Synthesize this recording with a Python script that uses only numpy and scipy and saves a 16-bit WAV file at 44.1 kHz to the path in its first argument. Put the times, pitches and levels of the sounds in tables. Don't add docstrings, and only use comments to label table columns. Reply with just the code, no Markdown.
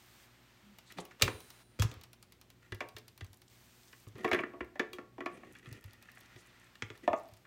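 import sys
import numpy as np
from scipy import signal
from scipy.fft import rfft, irfft
from scipy.io import wavfile
from scipy.ndimage import uniform_filter1d

SR = 44100
rng = np.random.default_rng(int(sys.argv[2]) if len(sys.argv) > 2 else 0)


def store_pcm(level_fs):
    pcm = np.round(np.clip(level_fs, -1, 1) * 32767).astype(np.int16)
    wavfile.write(sys.argv[1], SR, np.atleast_2d(pcm).T)


N = 328986
TIME = np.arange(N) / SR

# (time [s], peak at 1-2.8 kHz [dB], weight below 1 kHz [dB re that peak],
# hardness at 2.8-7 kHz [dB re that peak], favoured low pitch [Hz], favoured high pitch [Hz],
# contact [ms], ring time left by the hand [share])
KNOCKS = [(0.922, -58, 2, 16, 363, 2340, 1.5, 0.2), (0.984, -31.5, -1, -8.5, 478, 780, 1.5, 0.66),
          (1.11, -46, -26, -8, 380, 1910, 8.9, 0.4), (1.196, -46, -2.5, -0.5, 750, 1080, 16, 1),
          (1.212, -31.5, -1, -5, 262, 1670, 13, 0.89), (1.221, -18, -11.5, 9, 1000, 1620, 6.3, 0.29),
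          (1.278, -21.5, -8.5, -11, 450, 1690, 3.5, 0.47), (1.79, -40, 4, -5, 302, 1860, 1.4, 0.096),
          (1.796, -37, -10.5, 6, 445, 1190, 6, 1), (1.821, -23.5, -10, 1, 503, 2170, 1.5, 0.56),
          (1.914, -47, 0, 6, 400, 1275, 2.7, 0.65), (2.721, -33.5, -6.5, -2.5, 370, 1780, 4.9, 0.29),
          (2.805, -27.5, -4, -9, 574, 1910, 5.9, 0.7), (2.965, -41, -7.5, 4.5, 430, 1800, 5.9, 0.52),
          (3.208, -39, -6.5, -1.5, 438, 1770, 4.9, 0.24), (3.93, -45, -14, -4.5, 250, 1900, 3.8, 0.25),
          (4.067, -56, 7.5, -3, 280, 1110, 2.5, 0.34), (4.154, -51, 6, -5, 283, 1310, 7, 0.3),
          (4.182, -49.5, -6, -8, 420, 1230, 4.3, 1), (4.244, -24, -0.5, -11.5, 434, 1700, 10, 0.3),
          (4.278, -29.5, -8, -13, 360, 1390, 1.6, 1), (4.313, -20, -6, -11, 456, 1970, 12, 0.22),
          (4.331, -20.5, -4.5, -6, 291, 2260, 5.2, 0.33), (4.346, -21, -9, -13, 750, 1930, 3.1, 0.99),
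          (4.388, -25.5, -6.5, -18, 600, 2270, 7.2, 0.29), (4.435, -27, -4, -22, 327, 1780, 2.9, 0.28),
          (4.534, -52.5, 9, -12, 402, 1055, 4, 0.97), (4.606, -29.5, -1.5, -19.5, 364, 1904, 4.2, 0.39),
          (4.755, -43, 0.5, -12.5, 593, 1900, 8.2, 0.47), (4.794, -20.5, -4.5, -9, 380, 2025, 6.9, 0.43),
          (4.931, -41.5, -3, 6, 363, 2380, 4, 1), (4.984, -36, -3, -14, 416, 1360, 2.9, 0.66),
          (5.181, -46, 6.5, -10.5, 422, 1957, 5.6, 0.32), (5.205, -33, -2.5, -13, 434, 1440, 3.8, 0.64),
          (5.259, -26, -4, -11, 460, 1400, 6.1, 0.46), (5.433, -46, 0, -21.5, 597, 1110, 3.4, 0.22),
          (5.55, -46, -24, -3, 600, 2020, 9.7, 0.34), (5.658, -46, -10, -2, 370, 1420, 2.7, 0.79),
          (6.085, -42, -21, -22, 795, 1790, 5.7, 0.32), (6.172, -43.5, -11, -13, 750, 1820, 2.7, 0.43),
          (6.361, -52, 0.5, 1.5, 353, 1920, 3, 0.5), (6.754, -48, -28.5, 1.5, 350, 1650, 3.5, 0.29),
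          (6.822, -25, -12.5, -3, 290, 2270, 2.4, 0.27), (6.902, -35, -7.5, -3, 294, 1140, 0.65, 0.47),
          (7.077, -24, 9.5, -9, 636, 1160, 2.8, 0.38), (7.13, -25.5, 5.5, -16.5, 620, 1145, 3.8, 0.33),
          (7.451, -50, -15, -12, 500, 1390, 3, 0.32)]
KNOCK_EDGES_HZ = [220, 500, 1000, 2800, 7000, 16000]
# (pitch [Hz], relative level [dB], t60 [s])
COOKER_MODES = [(266.5, -32, 0.04), (294, 0, 0.31), (364.6, 7, 0.19), (429, 3, 0.19), (497, -9, 0.04),
                (607.5, -2.5, 0.16), (641.7, -11, 0.326), (682, -3.5, 0.3), (747.6, 1, 0.18),
                (894, -18.5, 0.043), (1110, -7.5, 0.055), (1123, -15, 0.72), (1217, -8.5, 0.2),
                (1364, -1.5, 0.087), (1570, -6, 0.079), (1747, 5.5, 0.059), (1799, -1, 0.1),
                (1946, 2.5, 0.056), (2184, -6, 0.073), (2250, -7.5, 0.061), (2323, 0.5, 0.021),
                (3307, -2, 0.039)]
# (first tap [s], last tap [s], first spit's peak [dB])
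CLASP_RUNS = [(0.7859, 0.7862, -42.5), (1.052, 1.052, -44), (1.4041, 1.503, -41.5), (1.94, 1.939, -45.5),
              (2.0122, 2.0118, -46.5), (2.0362, 2.322, -43), (2.4133, 2.5022, -46.5), (2.747, 2.747, -42.5),
              (2.887, 3.177, -42), (3.245, 3.4176, -46.5), (4.182, 4.182, -53), (4.247, 4.346, -43),
              (4.29, 4.29, -48), (4.646, 4.645, -57), (5.7271, 5.7276, -42.5), (5.841, 6.209, -45.5),
              (6.976, 6.976, -49.5), (7.176, 7.176, -56), (7.197, 7.2874, -53.5), (7.3163, 7.3163, -60.5),
              (7.3677, 7.3685, -55.5), (7.337, 7.3374, -52)]
# (time [s], peak [dB], pitch [Hz])
THUDS = [(0.981, -43, 177), (1.228, -24.5, 103), (1.253, -28, 114), (1.338, -46, 88.5), (1.798, -19.5, 103),
         (1.846, -24, 114.4), (1.969, -49, 90), (2.721, -36.5, 100.6), (2.947, -49.5, 109),
         (3.219, -38, 94.5), (3.299, -53, 97), (4.069, -43.5, 107), (4.149, -44, 121), (4.244, -46, 126),
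         (4.321, -43, 90), (4.611, -46.5, 63), (5.673, -43, 123), (5.717, -39.5, 115), (5.849, -42.5, 99),
         (6.354, -49.5, 118), (6.828, -40.5, 109), (6.903, -48, 114), (7.096, -48, 95),
         (7.323, -49.5, 104.4)]
# (pitch [Hz], level [dB], t60 [s])
FORK_MODES = [(3978, -61.5, 1.4), (8296, -46, .15), (9372, -59.5, 1.5), (14480, -54, .45)]
# (start [s], length [s], scrape rms [dB], groan [dB re scrape])
RUB_STROKES = [(0.891, 0.044, -51.5, -14), (0.954, 0.044, -53, 4), (2.606, 0.1, -67.5, -8.5),
               (4.144, 0.16, -59, 8), (4.347, 0.087, -60.5, 16.5), (4.448, 0.074, -69, 12),
               (5.281, 0.26, -64, 6), (5.519, 0.1, -64, -10.5), (5.614, .2, -61, 0),
               (5.799, 0.91, -67, -12.5), (6.937, .04, -56, -15), (7.014, 0.064, -59.5, 5.5)]
# (centre [Hz], width [Hz], gain [dB])
LID_RESONANCES = [(1412, 100, 3.5), (1890, 200, 9), (2400, 340, -0.5), (5800, 710, -16)]
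# (start [s], length [s], centre [Hz], width [Hz], rms at the crest [dB])
SCRATCHES = [(0.855, 0.079, 4080, 900, -65), (0.855, 0.066, 7050, 3000, -69),
             (0.969, 0.047, 3700, 1500, -53.5), (0.996, 0.023, 7500, 4000, -54.5),
             (1.112, 0.013, 4500, 4000, -67), (1.836, 0.096, 5900, 3040, -64),
             (5.316, 0.066, 9000, 1510, -73), (6.356, 0.072, 6400, 5000, -67.5),
             (7.154, 0.044, 6700, 1510, -67)]
# (start [s], end [s])
CRACKLE_SPANS = [(3.17, 3.5), (3.74, 4.3), (5.45, 6.65), (7.15, 7.4)]
# (time [s], middle rms [dB], treble rms [dB])
HISS_LEVELS = [(0, -65.5, -67), (.25, -65, -65.5), (.28, -67, -73), (1.18, -68.5, -76), (1.3, -68.5, -63.5),
               (1.62, -64.5, -68.5), (1.64, -76, -76.5), (1.95, -62.5, -78), (2.1, -73.5, -78.5),
               (3.49, -75, -75.5), (3.51, -68.5, -67), (4.04, -69.5, -66.5), (4.07, -70.5, -75),
               (4.5, -75.5, -78.5), (5.8, -75, -80), (6.3, -65.5, -75), (7.2, -70, -75), (7.46, -72.5, -76)]
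# (frequency [Hz], relative density [dB])
HISS_COLOUR = [(300, -19.5), (550, 0.5), (1100, 2.5), (2000, 3), (3500, 0), (6000, -4), (9000, -6),
               (10500, -13), (12500, -6), (16000, -9)]
# (frequency [Hz], relative density [dB])
RUMBLE_COLOUR = [(15, -40), (25, 1.5), (55, -8), (128, 3.5), (147, -7.5), (173, -4.5), (259, -2),
                 (361, -8.5), (900, -17.5), (1170, -50.5), (1980, -120)]
# (pitch [Hz], rms [dB])
FRIDGE_LINES = [(59.5, -75.5), (119.5, -73.5), (178, -80.5), (238, -83), (360, -79.5)]

LATCH_DONE_S, HANDLE_S = 2.1, (6.8, 7.0)
LEAN_HZ, LEAN_DB_PER_OCTAVE = 419, 18.5
TOP_PER_HARDNESS, SOFT_TOP_HZ = 0.32, 12000


def knocks(crack_t60=0.037, rattle_db=-10, rattle_t60=0.46, band_speedup=0.72, dull_hz=2600, rise=0.17):
    out, t = np.zeros(N), TIME[:SR // 3]
    for s, mid_db, weight_db, hard_db, low_hz, high_hz, contact_ms, ring_share in KNOCKS:
        scatter = rng.standard_normal((2, len(COOKER_MODES)))
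        roughness, grit = rng.standard_normal((2, len(t)))
        contact_s = contact_ms / 1000
        push = roughness * attack(t, rise * contact_s) * np.exp(-t / contact_s)
        modes = cooker_ring(t, low_hz, high_hz, ring_share, scatter)
        body = signal.fftconvolve(modes, push[:SR // 20])[:len(t)]
        noise_share, edge, top_db = struck_surface(s)
        noise = cut(grit, dull_hz, "lowpass") + edge * grit
        lean_db = LEAN_DB_PER_OCTAVE * np.log2(low_hz / LEAN_HZ)
        bands_db = [weight_db - max(lean_db, 0), weight_db + min(lean_db, 0), 0,
                    hard_db, hard_db * (1 + TOP_PER_HARDNESS) + top_db]
        for k, band_db in enumerate(bands_db):
            lo_hz, hi_hz = KNOCK_EDGES_HZ[k:k + 2]
            if s > LATCH_DONE_S and hard_db < 0:
                hi_hz = min(hi_hz, SOFT_TOP_HZ)
            band_t = t / band_speedup ** k
            crack = decay(band_t, crack_t60 + contact_s)
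            rattle = undb(rattle_db) * decay(band_t, rattle_t60 * ring_share)
            burst = noise * attack(band_t, rise * contact_s) * (crack + rattle)
            part = peak(band(burst, lo_hz, hi_hz, order=3))
            if lo_hz < COOKER_MODES[-1][0]:
                ringing = peak(band(body, lo_hz, hi_hz, order=3))
                part = peak(noise_share * part + (1 - noise_share) * ringing)
            add(out, s, undb(mid_db + band_db) * part)
    return out


def cooker_ring(t, low_hz, high_hz, ring_share, scatter, focus_db=9, focus_octaves=0.19, scatter_db=2):
    hz, db, t60 = np.transpose(COOKER_MODES)
    nearness = sum(np.exp(-(np.log2(hz / f) / focus_octaves) ** 2) for f in (low_hz, high_hz))
    spot_db = focus_db * nearness + scatter_db * scatter[1]
    detuned_hz = hz * (1 + 0.011 * scatter[0])
    return ring(t, detuned_hz, db + spot_db, t60 * ring_share)


def struck_surface(s):
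    if s < LATCH_DONE_S:
        return 0.58, 0.58, -8
    if HANDLE_S[0] < s < HANDLE_S[1]:
        return 0.58, 0.38, -24
    return 0.35, 0.38, -11


def counter_thuds(rise_s=0.0043, t60=0.11, shake_db=-12):
    out, t = np.zeros(N), TIME[:SR // 2]
    for s, db, hz in THUDS:
        shake = undb(shake_db) * unit(band(rng.standard_normal(len(t)), 36, 85))
        thud = (np.sin(2 * np.pi * hz * t) + shake) * attack(t, rise_s) * decay(t, t60)
        add(out, s, undb(db) * peak(thud))
    return out


def clasp_ticks(swing_s=0.092, fade_db_per_tap=-1, dull_db=-3, knock_db=-10):
    out, t = np.zeros(N), TIME[:SR // 15]
    for first, last, db in CLASP_RUNS:
        count = round((last - first) / swing_s) + 1
        for k, s in enumerate(np.linspace(first, last, count)):
            grit = rng.standard_normal((3, len(t)))
            spit = peak(band(grit[0] * decay(t, t60=0.0099), 8700, 16800))
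            dull = peak(band(grit[1] * decay(t, t60=0.044), 1900, 5500))
            knock = peak(band(grit[2] * decay(t, t60=0.064), 600, 1300))
            tick = spit + undb(dull_db) * (dull + undb(knock_db) * knock)
            add(out, s, undb(db + fade_db_per_tap * k) * tick)
    return out


def fork(struck_s=1.222, gripped_s=1.79, damp_s=0.019):
    out = np.zeros(N)
    add(out, struck_s, ring(TIME[:SR], *np.transpose(FORK_MODES)))
    return out * np.clip((gripped_s - TIME) / damp_s, 0, 1)


def seal_rub(grain_db=3, grains_per_s=150):
    slips = rng.standard_normal(N) * undb(grain_db * walk(grains_per_s))
    scrape = unit(sum(undb(db) * band(slips, hz - width / 2, hz + width / 2, order=1)
                      for hz, width, db in LID_RESONANCES))
    groan = unit(band(slips, 191, 410))
    out = np.zeros(N)
    for s, length, db, groan_db in RUB_STROKES:
        stroke = gate(s, length, ramp_s=0.022) ** 2
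        out += undb(db) * stroke * (scrape + undb(groan_db) * groan)
    return out


def finger_scratches(grain_db=3, grains_per_s=300):
    out = np.zeros(N)
    grit = rng.standard_normal(N) * undb(grain_db * walk(grains_per_s))
    for s, length, hz, width, db in SCRATCHES:
        i, n = int(s * SR), int(length * SR)
        scratch = unit(band(grit[i:i + n], hz - width / 2, hz + width / 2))
        add(out, s, undb(db) * np.sqrt(np.hanning(n)) * scratch)
    return out


def damp_crackle(clicks_per_s=22, softest_db=-57, range_db=6, t60=0.01):
    out, t = np.zeros(N), TIME[:SR // 50]
    for start, end in CRACKLE_SPANS:
        for when, size, pitch in rng.random((int(clicks_per_s * (end - start)), 3)):
            hz = 4000 * 2 ** (1.3 * pitch)
            click = band(rng.standard_normal(len(t)) * decay(t, t60), hz / 1.4, hz * 1.54)
            add(out, start + when * (end - start), undb(softest_db + range_db * size) * peak(click))
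    return out


def room(x, low_t60=0.37, treble_t60=0.17, tail_db=-12.5, build_s=0.0054):
    t = TIME[:SR // 2]
    low = band(rng.standard_normal(len(t)), 150, 2000, order=1) * decay(t, low_t60)
    treble = band(rng.standard_normal(len(t)), 2700, 17000, order=1) * decay(t, treble_t60)
    tail = (low + treble) * np.minimum(t / build_s, 1)
    return x + undb(tail_db) * signal.fftconvolve(x, tail / np.linalg.norm(tail))[:N]


def brief_hum(start_s=0.635, length_s=0.115, hz=205, rms_db=-62):
    return gate(start_s, length_s, ramp_s=0.0078) * tone(hz, rms_db)


def phone_hiss(split_hz=4500):
    s, middle_db, treble_db = np.transpose(HISS_LEVELS)
    middle = unit(cut(coloured(HISS_COLOUR), split_hz, "lowpass"))
    treble = unit(cut(coloured(HISS_COLOUR), split_hz, "highpass"))
    return undb(np.interp(TIME, s, middle_db)) * middle + undb(np.interp(TIME, s, treble_db)) * treble


def rumble(level_db=-69, waver_db=1):
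    return undb(level_db + waver_db * walk(1)) * coloured(RUMBLE_COLOUR)


def fridge(waver_db=1, wavers_per_s=4.8):
    return sum(tone(hz, db + waver_db * walk(wavers_per_s)) for hz, db in FRIDGE_LINES)


def undb(db):
    return 10 ** (np.asarray(db) / 20)


def unit(x):
    return x / np.sqrt(np.mean(x ** 2))


def peak(x):
    return x / np.abs(x).max()


def band(x, lo_hz, hi_hz, order=2):
    return cut(x, [lo_hz, hi_hz], "bandpass", order)


def cut(x, hz, kind, order=2):
    return signal.sosfilt(signal.butter(order, hz, kind, fs=SR, output="sos"), x)


def add(track, s, x):
    i = int(s * SR)
    track[i:i + len(x)] += x[:N - i]


def attack(t, rise_s):
    return 1 - np.exp(-t / rise_s)


def decay(t, t60):
    return np.exp(-np.log(1000) * t / t60)


def gate(s, length, ramp_s):
    return np.clip(np.minimum(TIME - s, s + length - TIME) / ramp_s, 0, 1)


def tone(hz, rms_db):
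    return np.sqrt(2) * undb(rms_db) * np.sin(2 * np.pi * hz * TIME)


def ring(t, hz, db, t60):
    return undb(db) @ (np.sin(2 * np.pi * np.outer(hz, t)) * decay(t, t60[:, None]))


def walk(rate):
    hold = int(SR / rate)
    steps = np.repeat(rng.standard_normal(N // hold + 1), hold)
    return unit(uniform_filter1d(steps, hold)[:N])


def coloured(points):
    hz, db = np.transpose(points)
    bins_hz = np.maximum(np.arange(N // 2 + 1) * SR / N, 1)
    gain = undb(np.interp(np.log(bins_hz), np.log(hz), db))
    return unit(irfft(rfft(rng.standard_normal(N)) * gain, N))


def scene():
    counter = knocks() + clasp_ticks() + counter_thuds() + fork()
    handling = seal_rub() + finger_scratches() + damp_crackle()
    return (room(counter + handling) + brief_hum() + phone_hiss() + rumble() + fridge())[None]


def record(dry, bass_hz=45, top_hz=15800):
    thin = cut(dry, bass_hz, "highpass", order=3)
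    return signal.sosfilt(signal.ellip(8, .2, 70, top_hz, fs=SR, output="sos"), thin)


dry = scene()
out = record(dry)
store_pcm(out)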